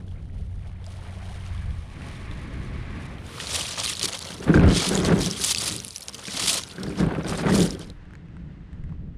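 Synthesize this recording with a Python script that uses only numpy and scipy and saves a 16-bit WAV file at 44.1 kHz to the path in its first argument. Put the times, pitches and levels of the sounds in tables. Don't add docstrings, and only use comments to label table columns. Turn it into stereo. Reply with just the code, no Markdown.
import sys
import numpy as np
from scipy import signal
from scipy.fft import rfft, irfft, next_fast_len
from scipy.io import wavfile

SR = 44100
rng = np.random.default_rng(int(sys.argv[2]) if len(sys.argv) > 2 else 0)


def transcribe(u):
    v = np.clip(np.atleast_2d(u).T, -1, 1)
    q = np.round(v * 32767).astype(np.int16)
    wavfile.write(sys.argv[1], SR, q)


N = 404454

# full load reached in seconds, hold in seconds, level in dB,
# rise and fall in seconds per 20 dB, grind relative to the level in dB, treble gain in dB, left-right in dB.
BOOT_PRESSES = [(3.4, 0.12, -38.5, 0.038, 0.23, -7, -28, -2.5),
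                (3.55, 0.031, -28, 0.22, 0.48, -9.5, 2, 1.5),
                (3.78, 0.019, -30, 0.019, 0.093, -5.5, -13, 2),
                (3.85, 0.072, -30, 0.16, 0.11, -18, -3.5, -2),
                (4.04, .02, -28.5, 0.09, 0.013, -13.5, -3.5, -0.5),
                (4.085, 0.0077, -29.5, 0.022, 0.027, -6.5, -0.5, 1),
                (4.15, 0.0052, -29, 0.055, 0.039, -10.5, -18.5, -2),
                (4.25, 0.082, -38, 0.24, 0.091, -6.5, -2, 2.5),
                (4.43, 0.0054, -37.5, 0.037, 0.05, -2, -4, -2), (4.55, .01, -38, 0.052, 0.081, 0, -17, 1),
                (4.76, 0.076, -25.5, 0.12, 0.26, -9.5, -17, 2),
                (4.95, 0.041, -33.5, 0.053, 0.096, -8, 1, 2),
                (5.055, 0.0067, -27.5, 0.03, 0.057, 1, -6, 2.5), (5.22, .04, -29, 0.13, .2, -14.5, -0.5, 2),
                (5.33, .01, -39, 0.036, .06, -13, -7.5, 3), (5.44, 0.03, -28.5, 0.17, .1, -14.5, 9, 2.5),
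                (5.51, 0.012, -28, 0.079, .02, -22.5, 5, 1), (5.62, .01, -28, 0.13, 0.11, -13, 1, 0),
                (5.669, .02, -29, 0.11, .15, -15.5, 1, 1), (5.8, 0.19, -48.5, 0.12, 0.15, -32.5, 5, 0.5),
                (6.03, .03, -56, .1, .1, -20, 9.5, -1), (6.09, 0.0037, -44.5, 0.033, 0.013, 2, 10, 4),
                (6.148, 0.0033, -38, 0.015, 0.01, -3.5, 2, 0),
                (6.19, 0.0056, -35, 0.018, 0.017, -5, -2.5, 1.5),
                (6.38, 0.045, -26.5, 0.19, 0.27, -13.5, -5, 4), (6.49, 0.041, -27, 0.16, 0.14, -17.5, 6, 4),
                (6.58, 0.011, -34.5, 0.046, 0.029, -1.5, 3, 3), (6.72, .08, -52, .1, .1, 0, -4.5, 2),
                (6.83, 0.0045, -41.5, 0.014, 0.26, -5, -10, 1),
                (6.99, 0.019, -35.5, 0.06, 0.046, -1, -11, 2), (7.1, .12, -55.5, .1, .1, 3, -7, -1),
                (7.29, 0.12, -37, .07, 0.038, -3, -2, 1), (7.47, 0.012, -39, 0.045, .1, 13, -1, 6),
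                (7.55, 0.0087, -28.5, 0.096, 0.089, -4, 4.5, 4.5),
                (7.62, 0.0062, -29.5, 0.11, 0.1, -6, 3, 0.5),
                (7.71, 0.0072, -41.5, 0.035, 0.061, -10, 5, 3.5),
                (7.81, 0.025, -42, 0.056, 0.077, -12, -11, 0)]
# full speed reached in seconds, hold in seconds, level in dB,
# rise and fall in seconds per 20 dB, grind and keel thump relative to the level in dB.
HULL_JERKS = [(4.05, 0.0082, -35, .06, 0.079, -17, -14), (4.35, 0.058, -42, 0.13, .1, -8.5, -12),
              (4.5, 0.0075, -17, 0.058, 0.092, -11.5, -34), (4.56, 0.017, -14, 0.027, 0.089, -15, -7.5),
              (4.63, 0.082, -19.5, 0.19, .12, -9, -4.5), (4.78, 0.0083, -25, 0.1, 0.11, -16.5, -26),
              (4.92, 0.036, -21, 0.089, 0.35, -10, -12.5), (5.089, 0.05, -16, 0.073, .2, -13.5, -19),
              (5.25, 0.015, -35, 0.085, 0.049, -9.5, -0.5), (5.74, 0.017, -35.5, 0.28, 0.094, -18.5, -14),
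              (6.4, .17, -44, 0.11, .1, -9.5, -18.5), (6.84, 0.086, -30.5, .12, 0.058, -13, -14.5),
              (7.0, 0.086, -21.5, .05, 0.25, -13.5, -12.5), (7.17, 0.017, -29, 0.11, .06, -6.5, -10),
              (7.27, 0.14, -29.5, .1, 0.22, -5.5, -8), (7.46, 0.037, -19.5, 0.071, 0.13, -14, -21),
              (7.561, 0.015, -15.5, 0.092, 0.17, -15, -17), (7.67, .01, -40, 0.044, 0.84, -32, 1.5)]
# start in seconds, strength in dB, main pitch in Hz, left-right in dB.
STONE_CLACKS = [(3.2914, -34, 1480, -4.0), (3.3119, -34, 2120, -4), (3.3398, -40, 1220, -6),
                (3.382, -33.5, 1210, -17), (3.4008, -15, 2970, -7), (3.4301, -27, 4860, -8),
                (3.4705, -15, 4020, -3), (3.5219, -27, 5090, -5.0), (3.5528, -13, 3980, 2),
                (3.61, -12, 3000, -3.0), (3.6287, -16, 4790, -3), (3.6671, -12, 6060, -6.0),
                (3.7768, -21.5, 1200, -4.5), (3.801, -11, 6450, -5.0), (3.8124, -21, 3190, -6.5),
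                (3.8442, -13, 6470, -10), (3.8522, -13, 4270, -8.5), (3.8611, -13.5, 3930, -20),
                (3.8771, -19, 3170, -12), (3.903, -19, 3260, -8.5), (3.9297, -17, 3290, -14),
                (3.969, -15, 3860, -10), (3.995, -9.5, 5340, -13), (4.013, -18, 3340, -11),
                (4.0302, -6, 4700, -16), (4.0463, -9, 5300, -8.0), (4.056, -9.5, 4290, -15),
                (4.087, -18, 3150, -11), (4.123, -26, 6370, -7.0), (4.133, -14, 6600, -5.5),
                (4.1454, -20, 3270, -6.5), (4.191, -16.5, 9700, -17), (4.226, -15.5, 4160, -4),
                (4.2448, -24, 4310, -3.5), (4.2762, -32, 3380, -3.5), (4.2824, -28, 3040, -2),
                (4.3195, -23, 3100, -3.0), (4.3283, -23.5, 3200, -5.5), (4.4267, -26, 2800, -5.5),
                (4.4785, -21, 1690, -10), (4.5057, -19, 1510, -12), (4.543, -16.5, 1410, -16),
                (4.5742, -15, 1580, -9), (4.596, -16, 1480, -9), (4.6254, -25, 1600, -7.0),
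                (4.665, -20, 1360, -11), (4.7025, -14.5, 3080, -9), (4.7702, -15.5, 3030, -12),
                (4.8904, -5.5, 10200, -18), (4.9347, -22, 1380, -8), (4.9531, -4.5, 6850, -9),
                (4.9756, -12, 3480, -7), (5.0015, -19, 3370, -9), (5.0489, -8.5, 4430, -6),
                (5.0943, -18, 1700, -12), (5.1213, -19, 1540, -10), (5.1632, -27, 1410, -4.5),
                (5.1904, -14, 6640, -4.0), (5.217, -10, 5640, -3), (5.2609, -10, 5900, -9),
                (5.3115, -8, 5450, -4), (5.3564, -27, 3220, -4.0), (5.4036, -14, 8920, -4.5),
                (5.432, -14, 4600, -4.0), (5.5128, -8, 4020, -1), (5.5478, -3.5, 4940, -5),
                (5.5604, -10, 4500, -6.0), (5.5732, -15, 3370, -7), (5.5836, -5, 4700, -4.0),
                (5.6133, -8, 6800, 0), (5.6204, -10, 6970, -4.5), (5.6461, -9, 9680, -5.5),
                (5.698, -12, 4450, -9), (5.712, -16, 6240, -7.5), (5.7324, -23, 3950, -6.5),
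                (5.7544, -20, 3700, -7.0), (5.764, -9.5, 8930, -12), (5.8018, -13, 5800, -8),
                (5.8374, -25, 9990, -7.5), (5.848, -12, 10000, -11), (5.8704, -23, 9650, -5.5),
                (5.881, -17, 9400, -12), (5.8904, -26, 9380, -8.0), (5.907, -26.5, 4730, -20),
                (5.9164, -33, 3900, -3), (5.9458, -25, 9900, -12), (5.9608, -10, 9500, -10.5),
                (5.972, -23, 9980, -12), (5.9815, -17.5, 9190, -13), (6.0062, -33, 8730, -5.0),
                (6.026, -30, 9000, -16), (6.0571, -40, 3250, -4.0), (6.0836, -11, 6450, -7),
                (6.127, -35, 8060, -2.5), (6.1452, -15, 5970, -6), (6.1818, -25, 6070, -4.0),
                (6.2274, -32, 2970, -2.5), (6.2537, -19, 3460, -2.5), (6.2834, -21, 2360, -4.0),
                (6.325, -20, 3970, -1.0), (6.3504, -26, 3210, -2.0), (6.452, -16, 3440, -4.5),
                (6.569, -18, 3440, -4.0), (6.636, -12.5, 3950, 1), (6.6958, -32, 4240, -2.0),
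                (6.7147, -24, 4400, -2.0), (6.833, -15.5, 8360, -7), (6.8644, -35, 1490, -3.5),
                (6.9237, -31, 2320, -2.5), (6.9566, -35, 3070, -4.0), (6.998, -31, 1220, -1),
                (7.0464, -30, 1490, 2), (7.1092, -22, 1510, 0), (7.15, -25, 2570, 1),
                (7.169, -27, 1290, -2.5), (7.245, -23, 1510, 1), (7.2734, -32, 1300, -3.5),
                (7.3327, -27, 2930, -3.5), (7.3956, -25, 1400, 5), (7.4631, -18, 1520, 7),
                (7.5024, -19, 1810, -0.5), (7.5213, -19, 1920, 0), (7.5443, -14, 4400, -2),
                (7.6051, -15, 5280, 1), (7.707, -15.5, 5300, -4), (7.7493, -25, 3270, -4),
                (7.794, -20, 9700, -10), (7.8138, -27.5, 3200, -1), (7.8316, -31, 3100, -11),
                (7.9007, -27.5, 4000, -6)]
# frequency in Hz, density in dB per Hz.
CRUNCH_SPECTRUM = [(350, -19.5), (600, -22), (1190, -5), (1640, -12.5), (1930, -8), (2830, -5),
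                   (3120, -1.5), (4710, -1.5), (8160, -6.5), (9110, -5.5), (10200, -10), (13900, -34),
                   (15100, -30), (16000, -51.5)]
GRIND_SPECTRUM = [(290, -31), (500, 1), (694, -2.5), (963, -5.5), (1300, -6), (1390, -6), (1570, -7.5),
                  (1840, -9.5), (2200, -12), (4370, -24.5), (5000, -32), (6500, -52.5), (11000, -120)]
# frequency in Hz, left-right in dB.
PEBBLE_BALANCE = [(60, -1), (130, 11.5), (290, 12), (640, -9), (1410, -4.5), (3100, -5), (6820, -6),
                  (15000, -26)]
# frequency in Hz, left-right likeness (1 is identical).
PEBBLE_LIKENESS = [(500, 0.72), (3000, 0.41), (7000, 0.25), (14000, 0.1)]
# frequency in Hz, bandwidth in Hz, level in dB.
HULL_MODES = [(88, 32, -31.5), (116.4, 23, -29), (155, 30, -16), (171.6, 23, 2), (197.8, 14, -4),
              (258, 32, -3), (304.5, 21, -5.5), (387.6, 50, 0.5), (469, 47, -7.5), (530, 35, -14),
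              (620, 120, -21.5), (720, 90, -15.5), (1410, 90, -34), (1577, 74, -18.5)]
# start in seconds, strength in dB,
# sharpness in dB (-20 leaves the modes above 1 kHz as they are).
HULL_BUMPS = [(4.039, -24.5, -19), (4.239, -34, -18), (4.305, -27, -2), (4.404, -21.5, -20),
              (4.495, -4.5, -16), (4.541, -9.5, 11), (4.685, -23, -19), (4.762, -17.5, -28),
              (4.892, -23, -26), (4.91, -32, -22), (5.082, -8, -18), (5.399, -26, -4), (5.489, -50, -12),
              (5.722, -50, -18), (5.861, -34, -9), (6.281, -26.5, -5), (6.342, -27, 0), (6.678, -44, 2),
              (6.722, -41, -4), (6.783, -27.5, 2), (6.849, -15.5, -25), (7.003, -12, -26),
              (7.254, -18.5, -7), (7.449, -20, -25), (7.639, -12, -27)]
# time in seconds, level in dB.
SCRAPE_LEVEL = [(6.62, -59), (6.72, -58), (6.82, -46), (6.9, -65)]
# frequency in Hz, density in dB per Hz.
SCRAPE_SPECTRUM = [(900, -48), (1330, -11), (1500, -0.5), (1650, -17), (2400, -50)]
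# time in seconds, level in dB.
KEEL_LEVEL = [(.8, -61), (1.04, -56), (1.56, -49), (1.86, -53.5), (2.07, -46.5), (2.44, -44.5),
              (3.06, -44.5), (3.3, -55)]
# frequency in Hz, density in dB per Hz.
SAND_SPECTRUM = [(410, -17), (700, -2), (759, -17), (823, -1), (917, -6), (1110, 2), (1400, -4.5),
                 (1740, 0), (1930, -1), (2310, -1), (2950, -10.5), (3690, -11.5), (6000, -26), (7800, -29),
                 (13200, -120)]
# time in seconds, wash level in dB, fizz level in dB.
WATER_LEVELS = [(0, -55.5, -65), (.45, -55.5, -65.5), (.75, -52.5, -64.5), (.86, -50, -58.5),
                (1.05, -49, -53.5), (1.5, -48.5, -53), (1.9, -54, -59.5), (2.04, -45, -52.5),
                (2.2, -56, -54.5), (2.95, -50.5, -58), (3.09, -50.5, -52.5), (3.3, -49, -71)]
# frequency in Hz, density in dB per Hz.
WASH_SPECTRUM = [(120, -38), (200, 8), (211, -56), (238, -5), (316, -11), (377, -7.5), (449, -16.5),
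                 (672, -13), (1030, -18.5), (3380, -23), (5000, -37), (6500, -85), (11000, -120)]
FIZZ_SPECTRUM = [(1470, -22), (2500, -12), (2940, -4), (3490, -6.5), (6200, -13), (7530, -17), (9660, -11),
                 (11500, -28), (14200, -32), (16000, -72)]
# start in seconds, strength in dB, starting pitch in Hz.
AIR_POCKETS = [(0.269, -47, 528), (0.316, -52, 482), (0.393, -37, 388), (0.508, -50, 441),
               (0.619, -43, 719), (0.759, -52, 654), (0.814, -37, 423), (0.869, -33, 616), (0.94, -36, 573),
               (0.978, -46, 610), (1.02, -30, 1320), (1.074, -46, 598), (1.127, -32, 762),
               (1.171, -33, 584), (1.223, -31, 720), (1.297, -26.5, 690), (1.547, -26, 1090),
               (1.616, -26, 1620), (1.916, -44, 650), (2.012, -36.5, 546)]
# start in seconds, strength in dB, main pitch in Hz,
# left-right in dB before the stereo width is narrowed.
DROP_EVENTS = [(0.0818, -42, 3430, 0.0), (0.114, -41, 3210, 0.0), (0.8136, -52, 2500, 6),
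               (0.8425, -34, 3530, -6), (0.865, -28, 4870, -4), (0.901, -53, 2560, -3),
               (0.9934, -49, 3660, 0.0), (1.0295, -50, 3220, 0.0), (1.068, -38, 3420, 0.0),
               (1.1354, -48, 3540, 0.0), (1.2586, -45, 3060, 0.0), (1.296, -37, 2890, 0.0),
               (1.3414, -46, 2800, 0.0), (1.4072, -34, 3020, 0.0), (1.4373, -35, 3140, 5),
               (1.4645, -30, 2870, -0.5), (1.4921, -35, 3130, -2.0), (1.5783, -34, 3370, -6),
               (1.7076, -37.5, 3400, -16), (1.901, -37, 2530, -15), (2.0196, -32.5, 2660, -8),
               (2.1146, -33, 2760, -1.0), (2.158, -34, 3630, -1.5), (2.3128, -31.5, 3600, -9),
               (2.4339, -42, 2590, -3.0), (2.507, -45, 3330, -3), (2.7856, -40, 2500, 1.5),
               (2.9058, -32, 2500, 0.5), (3.0016, -45, 2650, 2.5), (3.1837, -35, 3160, -11)]
TICK_EVENTS = [(7.9792, -61, 1710, -0.5), (8.055, -42, 1780, 0.0), (8.108, -38, 1470, 0.0),
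               (8.1354, -34, 1620, 0.0), (8.1533, -31, 1770, 0.0), (8.2586, -47, 1800, 0.0),
               (8.2851, -44, 1680, 0.0), (8.314, -58, 1030, 0.0), (8.3679, -36.5, 1364, 0.0),
               (8.4552, -52, 1280, 0.0), (8.6058, -49, 1600, 0.0), (8.7301, -38, 1840, 0.0),
               (8.7894, -61, 1500, 0.0), (8.8144, -54, 1110, 0.0), (8.8388, -40, 1980, 0.0),
               (8.8947, -43, 1400, 0.0), (8.9234, -40, 1016, 0.0), (9.0748, -51, 1073, 0.0)]
# time in seconds, level of the fundamental in dB.
HUM_LEVEL = [(0, -36.5), (.25, -42), (1.55, -36.5), (2.05, -49), (2.8, -52), (3.2, -59)]
# time in seconds, rumble in dB, flutter in dB.
WIND_LEVELS = [
    [(0, -37, -40.5), (.3, -33, -44.5), (.45, -31, -46), (.6, -32.5, -49), (.9, -36.5, -54),
     (1.3, -36.5, -55), (1.55, -31.5, -53), (1.73, -28, -44), (1.82, -35, -47.5), (2.0, -37.5, -38),
     (2.5, -34.5, -35.5), (2.6, -33.5, -33.5), (3.0, -39.5, -33.5), (3.3, -43, -39.5)],
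    [(7.8, -59, -47), (7.87, -37, -59), (8.14, -47, -40), (8.45, -41.5, -37.5), (8.7, -40, -42),
     (8.78, -32, -36.5), (9.1, -34.5, -34.5), (9.17, -34.5, -41.5)],
]
# frequency in Hz, density in dB per Hz.
RUMBLE_SPECTRUM = [(8.8, -42), (15, 0), (86, 3), (102, -12), (119, -3), (183, -13), (200, -14.5),
                   (260, -42), (440, -120)]
# frequency in Hz, density in dB per Hz.
FLUTTER_SPECTRA = [
    [(35, -35.5), (60, -2), (87, -2.5), (124, -5), (271, -12), (472, -22.5), (517, -23), (900, -35),
     (1170, -55), (1980, -120)],
    [(35, -25), (60, -0.5), (118, -8.5), (163, 0), (221, -14.5), (307, -20), (412, -27.5), (900, -47),
     (1170, -90), (1980, -120)],
]
# time in seconds, level in dB.
BEACH_LEVEL = [(3.4, -39), (4.3, -45.5), (5.0, -44.5), (5.7, -41), (5.95, -51.5), (6.25, -45.5), (6.7, -46),
               (7.2, -47.5), (7.75, -46)]
# frequency in Hz, density in dB per Hz.
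BEACH_SPECTRUM = [(12, -45), (30, -22), (85, 9), (328, -8), (455, -4.5), (687, -29.5), (954, -12),
                  (1190, -12), (1700, -15.5), (3370, -14), (7250, -26), (9280, -22), (14000, -37.5)]
# time in seconds, level in dB.
MURMUR_LEVEL = [(7.8, -56), (7.868, -54.5), (8.588, -56), (8.796, -57), (8.986, -58), (9.17, -62)]
# frequency in Hz, density in dB per Hz.
SHORE_SPECTRUM = [(150, -38.5), (250, -9.5), (291, -0.5), (356, -10.5), (610, -17), (1120, -19.5),
                  (1980, -18.5), (2350, -26), (2640, -23.5), (9190, -48.5), (11100, -60), (14000, -79)]
# time in seconds, share of side sound kept.
STEREO_WIDTH = [(0, .002), (.05, 0.055), (.25, 0.073), (.29, .002), (1.44, .002), (1.5, 0.69), (3.2, 1),
                (7.88, 0.91), (7.96, .002), (9.2, 0.0015)]

GUST_DB, GUSTS_PER_S = -0.5, 4.6
HUM_HZ, OCTAVE_DB = 91.3, -10.5
HULL_UNDER_BOOT_DB, THUMP_UNDER_BOOT_DB, TREBLE_HZ = -17, -21, 7000
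HULL_PAN_DB = -1
IDLE_DB = -60
CONTACT_S = .0002
CUTOFF_HZ = 16300
OPPOSED = np.array([[1], [-1]])


def pebbles():
    crunch_db = swells(BOOT_PRESSES)
    boot_grind_db = swells(BOOT_PRESSES, np.transpose(BOOT_PRESSES)[5])
    hull_grind_db = swells(HULL_JERKS, np.transpose(HULL_JERKS)[5])
    grind_gain = power_sum(boot_grind_db, hull_grind_db)
    press = from_db(0.66 * (crunch_db + 40))
    slips = grains(1800 * press * from_db(3 * drift(60)), 4.4) / np.sqrt(press)
    mid, side = bursts(slips, 0.023)
    dealt = rng.integers(0, 36, N)
    stones = 0
    for k, hz in enumerate(np.geomspace(1800, 14000, 36)):
        stones = stones + hz * ring(slips * (dealt == k), hz, 45 / hz)
    crunch = colour(spread(rms_one(mid) + 1.1 * rms_one(stones), rms_one(side)), CRUNCH_SPECTRUM)
    rubbing = bursts(grains(1500 * from_db(2.3 * drift(23)), 1.2), 0.021)
    grind = colour(spread(*rubbing), GRIND_SPECTRUM)
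    treble_db, lean_db = in_time([(row[0], *row[-2:]) for row in BOOT_PRESSES])
    treble = filtered(crunch, signal.butter, 1, TREBLE_HZ, "high")
    crunch = crunch + (from_db(treble_db) - 1) * treble
    return ashore() * (panned(from_db(crunch_db) * crunch, lean_db) + grind_gain * grind)


def clacks():
    return strikes(STONE_CLACKS, cycles=34, crack_db=2)


def hull():
    boot_db, gate = swells(BOOT_PRESSES), ashore()
    hull_gain = power_sum(swells(HULL_JERKS), boot_db + HULL_UNDER_BOOT_DB)
    jerk_thump_db = swells(HULL_JERKS, np.transpose(HULL_JERKS)[-1])
    thump_gain = power_sum(jerk_thump_db, boot_db + THUMP_UNDER_BOOT_DB)
    knocks = grains(600 * from_db(3 * drift(25)), 1.3)
    at = [round(row[0] * SR) for row in HULL_BUMPS]
    _, strength_db, sharp_db = np.transpose(HULL_BUMPS)
    body, blows = 0, 0
    for hz, width_hz, level_db in HULL_MODES:
        t60 = np.log(1000) / (np.pi * width_hz)
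        body = body + from_db(level_db) * ring(knocks * rng.standard_normal(N), hz, t60)
        blow_db = strength_db - 9.5 + level_db + (hz > 1000) * (sharp_db + 20)
        clicks = np.zeros(N)
        clicks[at] = from_db(blow_db) * rng.standard_normal(len(at))
        blows = blows + ring(clicks, hz, t60)
    low = rms_one(filtered(rng.standard_normal((2, N)), signal.butter, 3, [40, 105], "band"))
    thump = gate * thump_gain * from_db(3.0 * drift(12)) * pair(*low, 0.88)
    sound = gate * hull_gain * rms_one(body) + blows
    sound = filtered(sound, signal.butter, 3, 60, "high")
    echo = np.roll(sound, round(0.0033 * SR))
    return thump + panned(sound, HULL_PAN_DB) + from_db(-21.5) * echo * OPPOSED


def scrape():
    return hiss(SCRAPE_LEVEL, SCRAPE_SPECTRUM, alike=.6, patchy_db=1.5)


def keel_on_sand():
    return hiss(KEEL_LEVEL, SAND_SPECTRUM, alike=0.14, patchy_db=0.94)


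def water():
    wash_db, fizz_db, gate = in_time(WATER_LEVELS, fade=0.17)
    born, dealt = grains(500 * from_db(4 * drift(8)), 2.2), rng.integers(0, 16, N)
    bubbles = 0
    for k, hz in enumerate(np.geomspace(450, 2400, 16)):
        bubbles = bubbles + hz * ring(born * (dealt == k), hz, 30 / hz)
    noise = rng.standard_normal((2, N))
    wash = colour(pair(noise[0] + .6 * rms_one(bubbles), noise[1], .4), WASH_SPECTRUM)
    spray = bursts(grains(2500 * from_db(0.85 * drift(25)), 0.89), 0.0087)
    fizz = colour(pair(*spray, 0.07), FIZZ_SPECTRUM)
    wash_gain, fizz_gain = from_db(wash_db + 0.74 * drift(2.4)), from_db(fizz_db + 1.8 * drift(12))
    return gate * (wash_gain * wash + fizz_gain * fizz)


def gurgles():
    out, t = np.zeros(N), np.arange(2600) / SR
    for s, strength_db, hz in AIR_POCKETS:
        shape = (1 - np.exp(-t / 0.0037)) * from_db(-60 * t * hz / 35)
        i = round(s * SR)
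        out[i:i + len(t)] += from_db(strength_db) * shape / 2 * np.sin(2 * np.pi * hz * t * (1 + 4 * t))
    return out


def drops():
    return strikes(DROP_EVENTS, cycles=32, crack_db=0)


def ticks():
    return strikes(TICK_EVENTS, cycles=22.6, crack_db=7)


def hum():
    level_db, gate = in_time(HUM_LEVEL, fade=0.33)
    phase = 2 * np.pi * np.cumsum(HUM_HZ * (1 + 0.013 * drift(3.1))) / SR
    fundamental = from_db(level_db + 1.0 * drift(6.8)) * np.sin(phase)
    octave = from_db(level_db + OCTAVE_DB + 0.6 * drift(48)) * np.sin(2 * phase)
    tone = fundamental + octave
    late = np.roll(tone, round(0.0014 * SR))
    return np.sqrt(2) * gate * np.array([tone, late])


def wind():
    low = pair(*colour(rng.standard_normal((2, N)), RUMBLE_SPECTRUM), 0.33)
    low = low * from_db(GUST_DB * drift(GUSTS_PER_S))
    out = 0
    for levels, spectrum in zip(WIND_LEVELS, FLUTTER_SPECTRA):
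        rumble_db, flutter_db, gate = in_time(levels, fade=0.053)
        high = pair(*colour(rng.standard_normal((2, N)), spectrum), 0.26) * from_db(1.24 * drift(26))
        out = out + gate * (from_db(rumble_db) * low + from_db(flutter_db) * high)
    return out


def beach_air():
    return hiss(BEACH_LEVEL, BEACH_SPECTRUM, alike=0.77, patchy_db=2.0)


def murmur():
    return hiss(MURMUR_LEVEL, SHORE_SPECTRUM, alike=.9, patchy_db=1.1)


def strikes(table, cycles, crack_db):
    out, luck = np.zeros((2, N + 2000)), rng.standard_normal((len(table), 8))
    t = np.arange(1200) / SR
    onset = 1 - np.exp(-t / CONTACT_S)
    for (s, strength_db, hz, pan_db), chance in zip(table, luck):
        pitches = np.clip(hz * np.exp(np.r_[0, .15 + .3 * chance[:3]]), 300, 10500)[:, None]
        gains = from_db(np.r_[0, -7 + 3 * chance[3:6]])[:, None]
        decays = from_db(-60 * t * pitches / cycles)
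        modes = np.sum(gains * np.sin(2 * np.pi * pitches * t) * decays, axis=0)
        dull_db = 9 * np.log2(min(hz / 3500, 1))
        crack = from_db(crack_db + dull_db - 60 * t / 0.0046) * crack_noise(len(t))
        i = round(s * SR)
        out[:, i:i + len(t)] += panned(from_db(strength_db) * onset * (modes + crack) / 2, pan_db)
    return filtered(out[:, :N], signal.butter, 2, 11000, "low")


def crack_noise(size):
    noise = rng.standard_normal((2, size))
    return pair(*filtered(noise, signal.butter, 3, [2400, 10000], "band"), 0.65)


def hiss(table, spectrum, alike, patchy_db):
    level_db, gate = in_time(table, fade=0.25)
    noise = colour(pair(*rng.standard_normal((2, N)), alike), spectrum)
    return gate * from_db(level_db + patchy_db * drift(5.5)) * noise


def grains(per_s, spread_db):
    sizes = from_db(spread_db * np.minimum(rng.exponential(1, N), 5)) * rng.choice([-1, 1], N)
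    return sizes * (rng.random(N) < per_s / SR)


def bursts(clicks, t60):
    r = from_db(-60 / (t60 * SR))
    envelope = signal.lfilter([1], [1, -r], np.abs(clicks) + 1e-18)
    return envelope * rng.standard_normal((2, N))


def ring(clicks, hz, t60):
    r, w = from_db(-60 / (t60 * SR)), 2 * np.pi * hz / SR
    return signal.lfilter([0, np.sin(w)], [1, -2 * r * np.cos(w), r * r], clicks + 1e-18)


def swells(table, column_db=0):
    t, power = np.arange(0, N, 32) / SR, from_db(2 * IDLE_DB)
    for (s, held, level_db, rise, fall, *_), more_db in zip(table, column_db + np.zeros(len(table))):
        before = np.maximum((s - t) / max(rise, .01), 0)
        after = np.maximum((t - s - held) / max(fall, .01), 0)
        power = power + from_db(2 * (level_db + more_db - 20 * (before + after)))
    return np.interp(np.arange(N) / SR, t, 10 * np.log10(power))


def power_sum(a_db, b_db):
    return np.sqrt(from_db(2 * a_db) + from_db(2 * b_db))


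def ashore():
    return in_time([(3.25, 0), (7.92, 0)], fade=0.019)[-1]


def from_db(db):
    return 10 ** (np.asarray(db) / 20)


def rms_one(x):
    return x / np.sqrt(np.mean(x ** 2) + 1e-20)


def filtered(x, design, order, hz, kind):
    return signal.sosfilt(design(order, hz, kind, fs=SR, output="sos"), x)


def in_time(rows, fade=None):
    s, *columns = np.transpose(rows)
    t = np.arange(N) / SR
    curves = [np.interp(t, s, c) for c in columns]
    if fade:
        curves.append(np.clip(np.minimum(t - s[0], s[-1] - t) / fade + 1, 0, 1))
    return curves


def at_hz(points, hz):
    points = np.array(points)
    return np.interp(np.log(hz), np.log(points[:, 0]), points[:, 1])


def drift(rate):
    r = np.exp(-40 * np.pi * rate / SR)
    noise = rng.standard_normal(N // 20 + 4002)
    slow = signal.lfilter([1], [1, -2 * r, r * r], noise)[4000:]
    return np.interp(np.arange(N) / 20, np.arange(len(slow)), rms_one(slow))


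def colour(x, spectrum, order=8192):
    hz = np.maximum(np.arange(order // 2 + 1) * SR / order, 1)
    cepstrum = irfft(at_hz(spectrum, hz) * np.log(10) / 20)
    cepstrum[1:order // 2] *= 2
    cepstrum[order // 2 + 1:] = 0
    response = irfft(np.exp(rfft(cepstrum)))
    return rms_one(signal.oaconvolve(np.atleast_2d(x), response[None], axes=1)[:, :N])


def pair(mid, side, alike):
    alike = np.clip(alike, 0, 1)
    return np.sqrt((1 + alike) / 2) * mid + np.sqrt((1 - alike) / 2) * side * OPPOSED


def panned(x, pan_db):
    return x * from_db(pan_db / 2 * OPPOSED)


def spread(mid, side):
    size = next_fast_len(N)
    hz = np.arange(size // 2 + 1) * SR / size + 1
    lean = from_db(at_hz(PEBBLE_BALANCE, hz) / 2 * OPPOSED)
    spectra = pair(rfft(mid, size), rfft(side, size), at_hz(PEBBLE_LIKENESS, hz))
    return irfft(spectra * lean, size)[:, :N]


def scene():
    hauling = pebbles() + clacks() + hull() + scrape()
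    afloat = keel_on_sand() + water() + gurgles() + drops() + hum()
    left, right = hauling + afloat + ticks() + wind() + beach_air() + murmur()
    mid, side = (left + right) / 2, (left - right) / 2
    return mid + in_time(STEREO_WIDTH)[0] * side * OPPOSED


def record(dry):
    rounded = .8 * np.tanh(dry / .8)
    return signal.sosfilt(signal.cheby2(12, 70, CUTOFF_HZ, fs=SR, output="sos"), rounded)


dry = scene()
out = record(dry)
transcribe(out)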